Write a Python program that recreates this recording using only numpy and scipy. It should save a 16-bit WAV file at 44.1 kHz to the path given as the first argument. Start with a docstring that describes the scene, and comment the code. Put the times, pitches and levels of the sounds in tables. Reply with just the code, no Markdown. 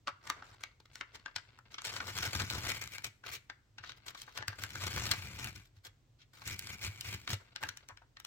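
"""A foil lid peels off a plastic noodle tray in three pulls, on a table close to a phone.
The glued seam lets go in clusters of tiny ruptures that ring the foil, while the taut lid booms over
the tray like a soft drum. Creases buckle with sharp snaps that knock the tray. Fingernails pick at
the tab first, fingers slide and shift their grip, and a small quiet room answers."""
import sys
import numpy as np
from scipy import signal
from scipy.fft import rfft, irfft, next_fast_len
from scipy.io import wavfile
from scipy.ndimage import uniform_filter1d

SR = 44100
rng = np.random.default_rng(int(sys.argv[2]) if len(sys.argv) > 2 else 0)


def waveform_to_disk(signal):
    """Save audio, clipped to [-1, 1], as 16-bit WAV at the path in sys.argv[1]."""
    frames = np.transpose(np.atleast_2d(signal))
    scaled = np.clip(frames, -1, 1) * 32767
    samples = np.round(scaled).astype(np.int16)
    wavfile.write(sys.argv[1], SR, samples)


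N = 364602
TIME = np.arange(N) / SR


def peel(gains):
    """The glued seam tears bond by bond, and every bond rings the foil."""
    clicks = ruptures(per_s=3300, spread_db=3.5, cluster_db=3.5, cluster_s=.004)
    foil = crackle(clicks, ring_s=.0017, likeness=.36, direct=6.5)
    return ride_bands(foil, gains, trims_db=(-2, -1.5, -1), even_s=.04)


# The long pulls. Each row: start, full force from, full force until and end in seconds,
# relative crack level in dB.
LONG_PULLS = [(1.803, 2.167, 2.7, 3.08, -50.5), (4.559, 4.83, 5.04, 5.62, -48.5),
              (6.396, 6.46, 7.16, 7.39, -57)]
# Runs of seam giving way. Each row: start and length in seconds, relative crack level in dB,
# body and boom offsets in dB.
SEAM_RUNS = [(1.847, .055, -43, -8, -18), (1.919, 0.061, -47, -3, -9.5), (2.01, 0.027, -59.5, 11, 7.5),
             (2.069, 0.031, -44.5, -0.5, -6), (2.156, 0.051, -42.5, -6, -7), (2.225, 0.052, -40, -3.5, -5),
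             (2.331, 0.043, -40, -6, -0.5), (2.395, .035, -42, -2, 3.5), (2.509, 0.07, -45, -1.5, 1.5),
             (2.573, 0.029, -49, -5, -4), (2.63, 0.043, -43, -3.5, -3.5), (2.682, 0.035, -37, -7.5, -16),
             (2.739, .035, -45.5, -8, -10), (2.815, 0.025, -43, -11, -14), (2.923, 0.038, -48, -10.5, -18),
             (3.042, 0.028, -46.5, -6, -8), (4.588, 0.063, -51, -3.5, 1), (4.75, 0.036, -53.5, -4, 6.5),
             (4.817, .06, -41.5, -4, -2.5), (4.89, 0.091, -47.5, -7.5, -2), (4.951, 0.065, -44, -4.5, 1.5),
             (5.028, 0.059, -41.5, -6.5, -3), (5.106, 0.035, -46.5, 2.5, 3),
             (5.162, 0.12, -52.5, -7.5, 2.5), (5.3, 0.075, -56, -5, 3), (5.387, 0.11, -47.5, -5.5, -0.5),
             (5.553, 0.025, -54.5, -11.5, 4.5), (6.462, .075, -44, -11.5, -3.5),
             (6.626, 0.034, -52, -15, -6), (6.689, 0.053, -48, -9.5, -7), (6.821, 0.053, -40.5, -12, -7),
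             (7.051, .04, -45, -11, -2.5), (7.108, 0.039, -44.5, -9.5, 0), (7.293, .048, -40.5, -8, -2.5)]

def seam(attack_s=.0051, release_s=.0074, slack_db=-16, fizz_db=-7):
    """Body, crack, fizz and boom gains of the seam, which creeps under each pull and gives in runs."""
    moves = []
    for start, full, until, end, db in LONG_PULLS:
        force = undb(np.interp(TIME, [start, full, until, end], [slack_db, 0, 0, slack_db]))
        creep = force * swell(start, end - start, attack_s, release_s)
        moves.append((creep, db + np.array([-7.5, 0, fizz_db, -1.5])))
    for start, length, db, body_db, boom_db in SEAM_RUNS:
        run = swell(start, length, attack_s, release_s)
        moves.append((run, db + np.array([body_db, 0, fizz_db, boom_db])))
    return blend(moves)


def ruptures(per_s, spread_db, cluster_db, cluster_s):
    """Tiny clicks, most weak and a few strong, that come in avalanches."""
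    clicks = (rng.random(N) < per_s / SR) * rng.choice([-1, 1], N)
    strength_db = spread_db * np.minimum(rng.exponential(size=N), 5)
    return clicks * undb(strength_db + cluster_db * flicker(cluster_s))


# The foil's tone between its resonances. Each row: frequency in Hz, gain in dB.
FOIL_TONE = [(250, 3.5), (370, 2), (480, -3), (700, -4.5), (1000, -0.5), (1400, -3.5), (1850, -8.5),
             (3200, 2.5), (5000, 1), (8000, -10), (10000, -15), (13000, -8.5), (16000, -9.5)]
# Resonances of lid and tray wall. Each row: centre and width in Hz, strength in dB.
LID_RESONANCES = [(692, 220, 6), (1260, 69, 0), (1490, 120, 10), (2070, 460, 11), (4290, 360, -0.5),
                  (5580, 300, -1.5), (7630, 250, -3.5)]

def crackle(clicks, ring_s, likeness, direct, facets=10, patch_s=.015):
    """Each click strikes a foil facet: a sharp front, then a short flexural ring unlike at each ear."""
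    t = TIME[:512]
    patch = rng.integers(facets, size=N)[(TIME / patch_s).astype(int)]
    struck = (patch + rng.integers(2, size=N)) % facets  # close clicks share a facet or the next
    out = np.zeros((2, N))
    for facet in range(facets):
        ring = ears(len(t), likeness) * np.exp(-t / ring_s)
        ring[[0, 1], rng.integers(4, size=2)] += direct  # each facet has its own angle to the ears
        out += [signal.oaconvolve(clicks * (struck == facet), unit(ear))[:N] for ear in ring]
    return singing_sheet(colour(out, FOIL_TONE, LID_RESONANCES))


# The freed sheet lies flat and sings. Each row: start and end in seconds, note in Hz.
SHEET_NOTES = [(2.7, 3.0, 2200), (3.04, 3.4, 2330), (5.18, 5.6, 2390), (6.42, 7.2, 2310)]

def singing_sheet(foil, gain_db=4.5, waver_db=2, ring_s=.0011, settle_s=.04):
    """The flat sheet adds its own wavering note to whatever shakes it."""
    notes = 0
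    for start, end, hz in SHEET_NOTES:
        flat = swell(start, end - start, settle_s, settle_s)
        notes += flat * resonate(foil, hz, ring_s) * undb(gain_db + waver_db * flicker(settle_s))
    return foil + notes


# The lid as a drum skin. Each row: frequency in Hz, relative level in dB.
DRUM_TONE = [(25, -21), (50, -15.5), (70, -4), (82, -4), (97, 3.5), (120, -2.5), (150, -10), (175, -12.5),
             (200, -12), (240, -20), (290, -17), (400, -22.5), (600, -64.5)]

def boom(shake, left_db=2.3, side_db=-17, linger_s=.013):
    """Every slip jerks the taut lid, which drums on the air in the tray and lingers a moment."""
    jerks = ruptures(per_s=300, spread_db=1.5, cluster_db=1, cluster_s=.018)
    drum = colour(unit(jerks) + undb(side_db) * rng.standard_normal((2, N)), DRUM_TONE)
    decay = np.exp(-1 / (linger_s * SR))
    swing = signal.lfilter([1 - decay], [1, -decay], shake)
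    pan = undb(np.array([[left_db], [-left_db]]) / 2)
    return steady(drum, span_s=.066) * swing * pan


# Creases and tray rim buckling. Each row: time in seconds, crack level in dB, body and fizz offsets
# in dB, facet pitch in Hz, time scale of the burst in seconds.
CREASE_SNAPS = [(.073, -41, 2, -14.5, 1210, 0.0028), (0.0801, -42.5, 9, -15.5, 1135, 0.001),
                (.085, -52.5, 12.5, -7.5, 1300, 0.0082), (0.2727, -48, -2, -4, 1950, 0.0026),
                (0.3002, -35, 3, -3, 1200, 0.0011), (0.423, -60, 14.5, -22, 1370, .003),
                (.6363, -40.5, -4.5, -7.5, 2140, 0.0017), (0.9555, -48, -7.5, -4, 1490, 0.0016),
                (1.010, -42.5, 4, -22, 2080, 0.0032), (1.2598, -45, 3, -19, 1550, 0.0019),
                (1.28, -61.5, 10.5, -28, 1180, .003), (1.3607, -34, -8.5, -10.5, 4250, 0.0036),
                (1.383, -51, 1, -21, 2780, 0.0018), (1.5881, -66.5, 13, 2, 1370, 0.0016),
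                (1.7424, -43.5, -9.5, -26, 5400, 0.0027), (1.7818, -41.5, -2.5, -28, 3230, 0.0073),
                (1.819, -49.5, -4, -2, 5870, 0.00075), (1.85, -44.5, -5, 4, 7400, 0.0012),
                (1.963, -39, -5, -14, 4120, .0054), (2.002, -41.5, 5.5, -26.5, 1420, 0.0056),
                (2.186, -40, -3, -2, 3330, 0.0019), (2.229, -38.5, -5, -12, 3100, .003),
                (2.397, -34, -4, -13, 1330, 0.0074), (2.501, -35, -17, -9, 2320, 0.00053),
                (2.875, -48.5, -8, -2, 2100, .0005), (2.9822, -45, -3, -7, 2240, 0.0011),
                (3.043, -38.5, -11, -2, 2550, 0.0047), (3.237, -59.5, 11, -20, 1520, 0.0065),
                (3.498, -46.5, 2, -26, 1490, 0.0045), (3.7822, -47.5, -3.5, -25, 1490, 0.0062),
                (3.837, -54, 7.5, -33, 1400, .0046), (3.8936, -44.5, -8.5, -27, 3670, 0.0021),
                (3.919, -50, -8, -23, 3150, 0.0016), (4.081, -41.5, -12, -12, 3210, .005),
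                (4.147, -50, 0.5, -14, 1160, .007), (4.217, -47, -18, -3.5, 3180, 0.0025),
                (4.277, -64, 15, -20, 960, .008), (4.375, -39, -4.5, -10.5, 3210, 0.0027),
                (4.4255, -47.5, 5.5, -33, 1720, 0.00085), (4.481, -36, -2.5, -6, 4400, 0.0018),
                (4.528, -60, 11.5, -21, 1570, 0.003), (4.6372, -38.5, -4, -4.5, 1570, 0.00043),
                (4.705, -48.5, -7.5, -7, 3250, .0006), (4.755, -45, 1.5, -9.5, 1450, 0.0024),
                (4.971, -46, 8, -10.5, 990, .006), (5.1121, -28, -13.5, -6.5, 4200, 0.0043),
                (5.1163, -28, -10, -12, 4100, 0.0047), (5.4436, -42, -13, -2.5, 2800, 0.0012),
                (6.418, -53, 1.5, -23, 1060, 0.0042), (6.477, -44.5, -9, 3, 2870, 0.00055),
                (6.5924, -43, -24, 3.5, 4370, 0.00076), (6.6703, -45.5, -7.5, -6, 4380, 0.0028),
                (7.0093, -40.5, -20, -3, 2810, 0.0018), (7.276, -38.5, -2, -17.5, 2170, 0.0025),
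                (7.561, -40, -5, -16.5, 4230, .0011), (7.628, -45.5, 4, -6, 1110, 0.0024),
                (7.6354, -39.5, 2, -8, 1560, 0.0012), (7.6883, -38.5, -7, -10, 5650, 0.0031),
                (7.772, -49.5, -8, -4, 5300, 0.0013), (7.887, -52, -13.5, -4, 5400, 0.0015),
                (7.891, -60, 13, -23, 1010, 0.019), (7.973, -55.5, -2.5, -21, 3020, 0.0013),
                (8.017, -73.5, 16.5, -15, 904, .01), (8.169, -52, -4, -31, 1870, 0.0028),
                (8.1994, -53, -3.5, -3.5, 3083, .0025), (8.2486, -45, -10, -8, 5550, .0026),
                (8.2602, -39.5, -2.5, -13, 1300, .0064)]
# Modes of a flipped facet. Each row: multiple of the facet pitch, gain in dB.
FACET_MODES = [(0.561, -7), (0.999, 8.5), (1.73, -3.5), (2.9, -21)]

def snaps(ring_cycles=3.4, ring_db=-6.5, strain_db=-18.5, strain_s=.0033):
    """A crease creaks under strain and flips: a burst runs through the foil and the facet rings."""
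    size, lead = 2048, 512
    t = TIME[:size] - TIME[lead]
    after = np.maximum(t, 0)
    strain = undb(strain_db) * np.exp(-abs(t) / strain_s)
    out = np.zeros((2, N + size))
    for at, db, body_db, fizz_db, hz, burst_s in CREASE_SNAPS:
        flip = np.exp(-after / (.79 * burst_s)) * (1 - np.exp(-after / (.2 * burst_s)))
        burst = ears(size, likeness=.5) * (flip + strain)
        # a facet radiates little below its lowest mode
        burst = butter(burst, 3, min(hz / 1.73, 1000), "high")
        ring = sum(undb(mode_db) * resonate(burst, multiple * hz, ring_cycles / hz)
                   for multiple, mode_db in FACET_MODES)
        snap = unit(colour(burst, FOIL_TONE, LID_RESONANCES)) + undb(ring_db) * unit(ring)
        gains = undb(db + np.array([body_db, 0, fizz_db]))
        snap = sum(gain * np.array([unit(ear) for ear in band]) for gain, band in zip(gains, bands(snap)))
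        start = int(at * SR) - lead
        out[:, start:start + size] += snap * np.sqrt(.006 * SR / size)  # levels are rms over 6 ms
    return out[:, :N]


# The hollow tray on the table. Each row: pitch in Hz, ring time in seconds, gain in dB.
TRAY_MODES = [(290, 0.014, -2), (381, 0.0088, -1.5), (560, 0.0089, 0), (690, 0.0058, -3)]

def tray(gain_db=-18):
    """The more body a snap has, the harder it knocks the tray."""
    at, db, body_db = np.transpose(CREASE_SNAPS)[:3]
    knocks = np.zeros(N)
    knocks[(at * SR).astype(int)] = undb(db + body_db + gain_db)
    t = TIME[:SR // 5]
    ring = sum(undb(mode_db) * np.sin(2 * np.pi * hz * t) * np.exp(-t / ring_s)
               for hz, ring_s, mode_db in TRAY_MODES)
    return np.tile(signal.oaconvolve(knocks, ring)[:N], (2, 1))


# Soft thumps of the lid. Each row: start in seconds, peak level in dB.
LID_THUMPS = [(.125, -56), (.515, -53.5), (1.36, -55), (3.08, -51), (3.801, -53), (4.39, -49),
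              (4.481, -38.5), (5.77, -52.5), (5.875, -55), (6.8748, -35), (7.328, -31), (7.632, -47),
              (7.69, -53), (7.92, -53)]

def thumps(hz=99, ring_s=.018, rise_s=.0038):
    """Pressed or suddenly slack, the lid swings a few times on its lowest note."""
    out = np.zeros(N)
    for start, db in LID_THUMPS:
        t = np.maximum(TIME - start, 0)
        envelope = 2 * np.exp(-t / ring_s) * (1 - np.exp(-t / rise_s)) ** 2
        out += undb(db) * envelope * np.sin(2 * np.pi * hz * t)
    return out


def rub(gains):
    """Skin and foil slide in fine, dense slips."""
    clicks = ruptures(per_s=6000, spread_db=4, cluster_db=4.5, cluster_s=.0051)
    foil = crackle(clicks, ring_s=.0017, likeness=.14, direct=2.9)
    return ride_bands(foil, gains, trims_db=(-2.5, -3.5, -2), even_s=.029)


# Fingers slide and loose foil flexes. Each row: start and length in seconds, relative crack level
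# in dB, body and fizz offsets in dB.
FINGER_SLIDES = [(0.242, 0.046, -59, 5, -1), (0.321, 0.088, -66.5, 9, -11), (0.441, .12, -65.5, 3, -4),
                 (0.609, 0.013, -62.5, 2, -2), (0.929, 0.078, -65, -13, -2), (1.147, .013, -49, -3, -7),
                 (1.719, 0.036, -58.5, -3.5, -5), (1.85, .022, -47, -8, 3),
                 (3.259, 0.042, -45.5, -4.5, -12.5), (3.322, .04, -42.5, -10, -6),
                 (3.837, 0.083, -52.5, -8, -21), (3.967, 0.014, -65.5, -5, -7),
                 (4.066, 0.038, -53, -1.5, -4), (4.172, 0.062, -52.5, -14, -10),
                 (4.268, 0.11, -62.5, -8, -11), (4.363, 0.019, -45.5, -3.5, -11),
                 (4.388, 0.039, -55, 5.5, -26), (4.488, .05, -60.5, 5, -15), (5.62, 0.052, -67, -9, -5.5),
                 (5.758, .03, -70, -8, -11), (5.85, 0.02, -50, -6.5, -6.5), (6.199, 0.033, -60, -17, -26),
                 (6.338, 0.12, -61, -3, -6.5), (7.407, 0.013, -63.5, 7.5, -12),
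                 (7.616, 0.056, -56.5, 6, -7)]

def slides(attack_s=.0061, release_s=.0058, boom_db=-9):
    """Body, crack, fizz and boom gains of the sliding fingers; the boom follows the body."""
    return blend([(swell(start, length, attack_s, release_s), db + np.array([body, 0, fizz, body + boom_db]))
                  for start, length, db, body, fizz in FINGER_SLIDES])


# Fingernails feel for the tab. Each entry: time in seconds.
NAIL_SCRATCHES = [0.804, 0.858, 0.994, 1.198]

def picking(level_db=-56, width_s=.0031):
    """Each probing fingernail scratches the lid softly."""
    clicks = ruptures(per_s=1500, spread_db=2.5, cluster_db=2, cluster_s=.005)
    rustle = unit(crackle(clicks, ring_s=.001, likeness=.5, direct=2))
    touches = sum(np.exp(-((TIME - at) / width_s) ** 2) for at in NAIL_SCRATCHES)
    return undb(level_db) * touches * rustle


# Changes of grip. Each row: start and end in seconds.
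GRIP_SHIFTS = [(.22, 0.71), (.9, 1.72), (3.8, 4.6), (7.45, 7.84)]

def handling(level_db=-69, dull_hz=3200, fade_s=.02):
    """The foil gives faint stray ticks while the fingers shift their grip."""
    clicks = ruptures(per_s=110, spread_db=1, cluster_db=1, cluster_s=.05)
    ticks = crackle(clicks, ring_s=.0029, likeness=.35, direct=1.5, facets=4)
    grip = sum(swell(start, end - start, fade_s, fade_s) for start, end in GRIP_SHIFTS)
    return undb(level_db) * grip * unit(butter(ticks, 2, dull_hz, "low"))


def finger_damping(foil, free_s=1.9, damped_hz=9500):
    """While the lid is still glued down and pressed by fingers, its finest ripples are muted."""
    dull = signal.sosfiltfilt(signal.butter(3, damped_hz, fs=SR, output="sos"), foil)
    openness = np.interp(TIME, [0, free_s, free_s + .069], [.3, .4, 1])
    return dull + openness * (foil - dull)


# The working spot drifts a little left of centre. 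Each row: time in seconds, left over right in dB.
SPOT_PAN = [(0, 1.5), (1.349, 4), (1.799, 2), (3.499, 4), (6.9, 2), (7.7, 3)]
# Its sound reaches the right ear later. Each row: time in seconds, lag in seconds.
RIGHT_EAR_LAG = [(1, 0), (1.8, .00011)]

def place(x):
    """Lag and shadow between the ears follow the working spot."""
    lag = np.round(np.interp(TIME, *np.transpose(RIGHT_EAR_LAG)) * SR).astype(int)
    right = x[1, np.clip(np.arange(N) - lag, 0, N - 1)]
    side_db = np.interp(TIME, *np.transpose(SPOT_PAN)) / 2
    return np.array([x[0] * undb(side_db), right * undb(-side_db)])


# The small room's tail. Each row: frequency in Hz, seconds to fall by 60 dB.
ROOM_DECAY = [(150, .4), (500, 0.51), (1400, 0.39), (4000, 0.34), (12000, 0.56)]

def room(x, early_db=-6, early_s=.018, late_db=-14.5, treble_db=-12.5):
    """Table and body scatter the sound at once; the walls add a short tail. 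Both come back duller."""
    t = TIME[:SR // 2]
    centres_hz = np.sqrt(np.multiply(BAND_EDGES_HZ[:-1], BAND_EDGES_HZ[1:]))
    t60s = np.interp(centres_hz, *np.transpose(ROOM_DECAY))
    diffuse = bands(ears(len(t), likeness=0))
    late = sum(band * np.exp(-np.log(1000) * t / t60) for t60, band in zip(t60s, diffuse))
    early = ears(len(t), likeness=.42) * (rng.random(len(t)) < .12) * np.exp(-t / early_s)
    response = undb(early_db) * unit(early * (t > .002)) + undb(late_db) * unit(late * (t > .008))
    response = colour(response / np.sqrt(len(t)), [(300, .1), (2500, .025), (12000, treble_db)])
    return signal.fftconvolve(x, response, axes=1)[:, :N]


# Quiet room tone. Each row: frequency in Hz, relative level in dB.
ROOM_TONE = [(20, -19), (48, 5.5), (75, -2), (120, 7.5), (170, -12), (300, -12.5), (600, -23), (1500, -32),
             (4000, -34), (8000, -38.5), (10000, -52.5), (16000, -44.5)]

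def air(level_db=-68, waver_db=.23):
    """The room's faint rumble lies under an even hiss."""
    return undb(level_db + waver_db * flicker(.35)) * unit(colour(ears(N, likeness=.15), ROOM_TONE))


# The three bands of the foil sound: body, crack and fizz. Each entry: band edge in Hz.
BAND_EDGES_HZ = [300, 1800, 7000, 16000]

def bands(x):
    """Split into body, crack and fizz."""
    return [butter(x, 4, edges, "band") for edges in zip(BAND_EDGES_HZ, BAND_EDGES_HZ[1:])]


def ride_bands(foil, gains, trims_db, even_s):
    """Even out body, crack and fizz, then let each follow the hand's movements."""
    return sum(undb(db) * gain * steady(band, even_s)
               for db, gain, band in zip(trims_db, gains, bands(foil)))


def swell(start, length, attack_s, release_s):
    """Gain of one movement: it builds up, holds and dies away."""
    return np.exp(np.minimum(TIME - start, 0) / attack_s
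                  - np.maximum(TIME - start - length, 0) / release_s)


def blend(moves):
    """Gains over time of several movements (envelope, levels in dB); their powers add."""
    envelopes, levels = zip(*moves)
    return np.sqrt(undb(levels).T ** 2 @ np.array(envelopes) ** 2)


def flicker(hold_s):
    """A random level that takes a new course every hold_s; spread near 1."""
    return np.interp(TIME / hold_s, np.arange(N // 16), rng.standard_normal(N // 16))


def ears(size, likeness, wide_hz=900):
    """Two noises sharing a fraction of their power; what differs lies mostly above wide_hz."""
    own = butter(rng.standard_normal((2, size)), 1, wide_hz, "high")
    return np.sqrt(likeness) * rng.standard_normal(size) + np.sqrt(1 - likeness) * own


def resonate(x, hz, ring_s):
    """One damped mode, gain 1 at its centre."""
    pole = np.exp((2j * np.pi * min(hz, .45 * SR) - 1 / ring_s) / SR)
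    return 2 * (1 - abs(pole)) * signal.lfilter([1], [1, -pole], x).real


def colour(x, outline, modes=()):
    """Causal filter from a (Hz, dB) outline with resonances standing on it."""
    size = next_fast_len(x.shape[-1] + 4096) // 2 * 2
    f = np.arange(size // 2 + 1) * SR / size + 1
    hz, db = np.transpose(outline)
    gain = undb(np.interp(np.log(f), np.log(hz), db))
    gain *= 1 + sum(undb(peak) / np.hypot(1, 2 * (f - centre) / width) for centre, width, peak in modes)
    cepstrum = irfft(np.log(gain))[:size // 2]
    cepstrum[1:] *= 2  # minimum phase
    return irfft(rfft(x, size) * np.exp(rfft(cepstrum, size)), size)[..., :x.shape[-1]]


def butter(x, order, hz, kind):
    """Low-, high- or band-pass filter."""
    return signal.sosfilt(signal.butter(order, hz, kind, fs=SR, output="sos"), x)


def steady(x, span_s):
    """Hold the rms near 1 over every stretch of span_s."""
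    power = uniform_filter1d(np.atleast_2d(x ** 2).mean(axis=0), int(span_s * SR))
    return x / np.sqrt(np.abs(uniform_filter1d(power, int(span_s * SR / 2))) + 1e-12)


def unit(x):
    """Scale to rms 1."""
    return x / np.sqrt(np.mean(x ** 2) + 1e-20)


def undb(db):
    """Decibels to gain."""
    return 10 ** (np.asarray(db) / 20)


def scene():
    """Foil and tray with their room, the drumming lid and the still air."""
    *tearing, seam_shake = seam()
    *sliding, finger_shake = slides()
    foil = peel(tearing) + rub(sliding) + picking() + handling() + snaps()
    near = place(finger_damping(foil) + tray())
    return near + room(near) + boom(seam_shake + finger_shake) + thumps() + air()


def record(dry):
    """The phone cuts the top above 16 kHz."""
    return signal.sosfilt(signal.ellip(10, .2, 70, 16000, fs=SR, output="sos"), dry)


dry = scene()
out = record(dry)
waveform_to_disk(out)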